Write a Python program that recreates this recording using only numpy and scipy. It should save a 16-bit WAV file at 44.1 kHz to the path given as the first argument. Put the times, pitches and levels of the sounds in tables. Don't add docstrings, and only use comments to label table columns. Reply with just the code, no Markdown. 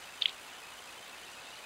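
import sys
import numpy as np
from scipy import signal
from scipy.fft import rfft, irfft
from scipy.io import wavfile

SR = 44100
rng = np.random.default_rng(int(sys.argv[2]) if len(sys.argv) > 2 else 0)


def waveform_to_disk(signal):
    frames = np.transpose(np.atleast_2d(signal))
    scaled = np.clip(frames, -1, 1) * 32767
    samples = np.round(scaled).astype(np.int16)
    wavfile.write(sys.argv[1], SR, samples)


def to_linear_factor(level_db):
    exponent = np.asarray(level_db, float) / 20
    return 10 ** exponent


N = 72765


def at_hz(points, hz):
    points_hz, points_db = np.transpose(points)
    return np.interp(np.log(hz), np.log(points_hz), points_db)


def rms_one(x):
    return x / np.sqrt(np.mean(x ** 2) + 1e-20)


def drift(rate_hz):
    pole = np.exp(-2 * np.pi * rate_hz / SR)
    white = rng.standard_normal(N + SR)
    return rms_one(signal.lfilter([1], [1, -2 * pole, pole * pole], white)[SR:])


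def ring(clicks, hz, t60_s):
    pole, w = to_linear_factor(-60 / (t60_s * SR)), 2 * np.pi * hz / SR
    return signal.lfilter([0, np.sin(w)], [1, -2 * pole * np.cos(w), pole * pole], clicks + 1e-18)


def buzz():
    rate_hz, start_s, width_turns = 58.7, .0063, .11
    turn = (np.arange(N) / SR - start_s) * rate_hz % 1 - .5
    return np.exp(-.5 * ((.5 - abs(turn)) / width_turns) ** 2)


def hiss():
    # frequency in Hz, density in dB per Hz.
    colour = [(18, -40), (30, -13.5), (279, -5.5), (883, 1), (2950, -3), (5540, -9.5), (5990, -10.5),
              (9860, -13), (15800, -22.5)]
    level_db, patchy_db = -49.5, .78
    edges_hz = 22 * 2 ** np.arange(0, 9.7, .5)
    white = rng.standard_normal((2, N + SR))
    bump, out = buzz(), np.zeros(N)
    for k, (low_hz, high_hz) in enumerate(zip(edges_hz, edges_hz[1:])):
        band_filter = signal.butter(2, [low_hz, high_hz], "band", fs=SR, output="sos")
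        band = signal.sosfilt(band_filter, white[k % 2])[SR:]
        mid_hz = np.sqrt(low_hz * high_hz)
        lift_db = at_hz([(1500, 1), (6000, 4)], mid_hz)
        out += band * to_linear_factor(at_hz(colour, mid_hz) + lift_db * bump + patchy_db * drift(21))
    return to_linear_factor(level_db) * rms_one(out)


def whistles():
    # frequency in Hz, level in dB rms.
    high_tones = [(6029, -77), (6557, -79), (7440, -80), (7494, -78), (7537, -78), (7655, -79), (7773, -79),
                  (7849, -80), (8495, -80), (9179, -82), (9620, -81), (9905, -82), (12134, -88),
                  (14433, -88)]
    # frequency in Hz, level in dB rms.
    low_tones = [(59.2, -78.5), (861.3, -72.5), (1448, -67)]
    trim_db, waver_hz, chop_db = -1, 3, 7
    out = np.zeros(N)
    for hz, db in [*high_tones, *low_tones]:
        turns = np.cumsum(hz + waver_hz * drift(8.4)) / SR + rng.random()
        out += to_linear_factor(db + trim_db) * np.sqrt(2) * np.sin(2 * np.pi * turns)
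    return rms_one(to_linear_factor(chop_db * buzz())) * out


def chirps(rows, lead_s, length_s, swell_db, gap_db, glide_hz):
    edge_s, octave_db = .002, -13
    catch_place, catch_width = .55, .07
    t, out = np.arange(N) / SR, np.zeros(N)
    waver_hz = 55 * drift(120)
    for start_s, hz, db in rows:
        share = (t - start_s - lead_s) / length_s
        gate = np.clip(np.minimum(share, 1 - share) * length_s / edge_s, 0, 1)
        catch_db = gap_db * np.exp(-.5 * ((share - catch_place) / catch_width) ** 2)
        phase = 2 * np.pi * np.cumsum(hz + waver_hz + glide_hz * (share - .5)) / SR
        level = to_linear_factor(db + swell_db * (np.clip(share, 0, 1) - .5) + catch_db)
        tone = np.sin(phase) + to_linear_factor(octave_db) * np.sin(2 * phase)
        out += gate * level * np.sqrt(2) * tone
    return out


def low_chirps():
    # start in seconds, pitch in Hz, level in dB.
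    chirp_rows = [(0.075, 2632, -54.6), (0.125, 2648, -53.7), (0.375, 2557, -53.2), (0.475, 2643, -53.3),
                  (0.625, 2508, -52.8), (0.675, 2562, -55.0), (0.875, 2610, -53.0), (1.075, 2675, -53.9),
                  (1.125, 2637, -52.1), (1.275, 2664, -53.4), (1.375, 2600, -52.7), (1.475, 2659, -52.4),
                  (1.625, 2487, -53.1)]
    return chirps(chirp_rows, lead_s=-.002, length_s=.027, swell_db=4, gap_db=-1.5, glide_hz=50)


def high_chirps():
    # start in seconds, pitch in Hz, level in dB.
    chirp_rows = [(0.025, 2982, -52.5), (0.175, 2971, -53.6), (0.325, 2906, -53.9), (0.425, 2987, -55.3),
                  (0.525, 2923, -51.9), (0.575, 3014, -51.6), (0.725, 2890, -53.3), (0.775, 3025, -50.7),
                  (0.825, 3106, -55.0), (0.925, 2874, -53.3), (0.975, 3073, -52.3), (1.025, 3073, -52.5),
                  (1.175, 2987, -52.8), (1.225, 3063, -53.2), (1.325, 2874, -52.9), (1.425, 2944, -56.1),
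                  (1.525, 2896, -50.6), (1.575, 3025, -51.9)]
    return chirps(chirp_rows, lead_s=.001, length_s=.022, swell_db=1.5, gap_db=-6, glide_hz=-50)


def tooth_squeaks():
    # start in seconds, pitch in Hz, level in dB.
    slides = [
        (1.043, 3750, -59),
        (1.058, 3880, -60),
        (1.252, 3710, -58),
        (1.462, 3740, -56),
        (1.497, 3920, -60),
    ]
    return chirps(slides, lead_s=0, length_s=.022, swell_db=0, gap_db=-6, glide_hz=120)


def crackle(pressure, low_hz, high_hz):
    grains_per_s, spread_db, ring_cycles = 1200, 2.5, 12
    sizes = to_linear_factor(spread_db * np.minimum(rng.exponential(1, N), 4)) * rng.choice([-1, 1], N)
    tears = sizes * (rng.random(N) < grains_per_s / SR)
    dealt, grains = rng.integers(0, 10, N), np.zeros(N)
    for k, hz in enumerate(np.geomspace(low_hz, high_hz, 10)):
        t60_s = ring_cycles / hz
        grains += hz * ring(ring(tears * (dealt == k), hz, t60_s), hz, t60_s)
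    times_s, levels_db = np.transpose(pressure)
    return to_linear_factor(np.interp(np.arange(N) / SR, times_s, levels_db)) * rms_one(grains)


def snaps(rows, trim_db):
    # wood mode in Hz, level in dB, t60 in seconds.
    wood = [(2050, -32, .015), (2400, -31, .025), (2900, -28, .03), (3620, -27, .015), (4600, -34, .012)]
    attack_s, release_s, sag_db_per_s, edge_db = .0006, .0004, -1200, -40
    size = SR // 10
    click, t, out = np.eye(1, size, 8)[0], np.arange(size) / SR, np.zeros(N + SR)
    for start_s, db, hz, hold_s, slide_hz_per_ms in rows:
        attack = np.clip(t / attack_s, 0, 1) ** 1.5
        release = np.exp(-np.maximum(t - attack_s - hold_s, 0) / release_s)
        tone = np.sin(2 * np.pi * (hz + 500 * slide_hz_per_ms * t) * t)
        fibre = attack * release * to_linear_factor(sag_db_per_s * t) * tone
        body = sum(to_linear_factor(mode_db + 2 * rng.standard_normal()) * ring(click, mode_hz, t60_s)
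                   for mode_hz, mode_db, t60_s in wood)
        edge = to_linear_factor(edge_db) * ring(click, hz * 1.4, .002)
        first = int(start_s * SR)
        out[first:first + size] += to_linear_factor(db + trim_db) * (fibre / abs(fibre).max() + body + edge)
    return signal.sosfilt(signal.butter(3, [1600, 7500], "band", fs=SR, output="sos"), out[:N])


def nibbling():
    # start in seconds, peak in dB, starting pitch in Hz, hold in seconds, slide in Hz per ms.
    bites = [
        (0.396, -40, 2320, 0.0015, 10.5),
        (1.4094, -42, 4060, 0.0013, 10.5),
        (1.4594, -39, 3700, 0.0015, 10.5),
        (1.4824, -42, 2730, 0.0016, 10.5),
        (1.508, -43, 3940, 0.0015, 10.5),
        (1.516, -41, 2870, 0.0015, 12),
        (1.5504, -39, 2350, 0.0015, 10.5),
        (1.5724, -41, 3040, 0.0015, 10.5),
    ]
    # time in seconds, tooth pressure level in dB.
    light_pressure = [
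        (1.39, -80),
        (1.415, -61),
        (1.44, -64),
        (1.46, -61),
        (1.52, -62),
        (1.54, -66),
        (1.575, -54.5),
        (1.6, -65),
        (1.65, -70),
    ]
    return snaps(bites, trim_db=-5.5) + crackle(light_pressure, low_hz=3450, high_hz=4800)


def tooth_slips():
    # start in seconds, peak in dB, starting pitch in Hz, hold in seconds, slide in Hz per ms.
    tears = [(0.2211, -14, 3500, .0006, 100), (0.2225, -20.5, 3640, .0012, 0),
             (0.2242, -28, 3600, .0010, -150), (0.2211, -38, 5100, .0002, 0), (0.2125, -44, 6300, .0005, 0),
             (0.2564, -13, 2780, .0023, 260), (0.2565, -27, 2050, .0018, 0), (0.2599, -27, 3600, .0008, 50),
             (0.2627, -32, 3350, .0005, -50), (0.2151, -32, 4000, .0004, 0), (0.2173, -35, 3550, .0018, 50),
             (0.2263, -35, 2900, .001, 0), (0.2281, -35, 3350, .0018, -50), (0.2310, -36, 4400, .0016, 50),
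             (0.2388, -33, 3300, .0005, 0), (0.2404, -35, 3200, .0012, 50),
             (0.2426, -38, 3200, .0015, -150), (0.2846, -33, 2350, .001, 100),
             (0.2938, -38, 5000, .0003, 0), (0.2858, -34, 3200, .0005, 100), (0.2937, -28, 3500, .0002, 0),
             (0.2948, -35, 3600, .0008, 50)]
    # time in seconds, tooth pressure level in dB.
    hard_pressure = [
        (0.205, -77),
        (0.213, -45),
        (0.235, -45),
        (0.25, -47),
        (0.265, -45.5),
        (0.28, -43),
        (0.298, -45),
        (0.31, -52),
        (0.36, -81),
    ]
    return snaps(tears, trim_db=0) + crackle(hard_pressure, low_hz=2610, high_hz=4160)


def scene():
    noise_floor = hiss() + whistles()
    chirp_rows = low_chirps() + high_chirps()
    beaver = tooth_squeaks() + nibbling() + tooth_slips()
    return (noise_floor + chirp_rows + beaver)[None]


def top_cut(x):
    return signal.sosfilt(signal.butter(12, 15990, fs=SR, output="sos"), x)


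def record(dry):
    # centre in Hz, width in Hz, depth in dB.
    dips = [(5475, 340, -30), (10940, 750, -20), (13030, 600, -21)]
    wander_db, top_hz, top_db, cutoff_hz = 10, 15000, -4, 15780
    x = dry
    for hz, width_hz, db in dips:
        w, a = 2 * np.pi * hz / SR, np.pi * width_hz / SR
        notched = signal.lfilter([1, -2 * np.cos(w), 1], [1 + a, -2 * np.cos(w), 1 - a], x)
        left = np.minimum(to_linear_factor(db + wander_db * drift(2)), 1)
        x = notched + (x - notched) * left
    top = signal.lfilter(*signal.iirpeak(top_hz, 14, fs=SR), x)
    x = x - top * (1 - np.minimum(to_linear_factor(top_db + wander_db * drift(2.2)), 1))
    spectrum = rfft(x)
    bins_hz = np.arange(spectrum.shape[-1]) * SR / N
    mix = irfft(spectrum * (bins_hz < cutoff_hz), N)
    return top_cut(mix)


dry = scene()
out = record(dry)
waveform_to_disk(out)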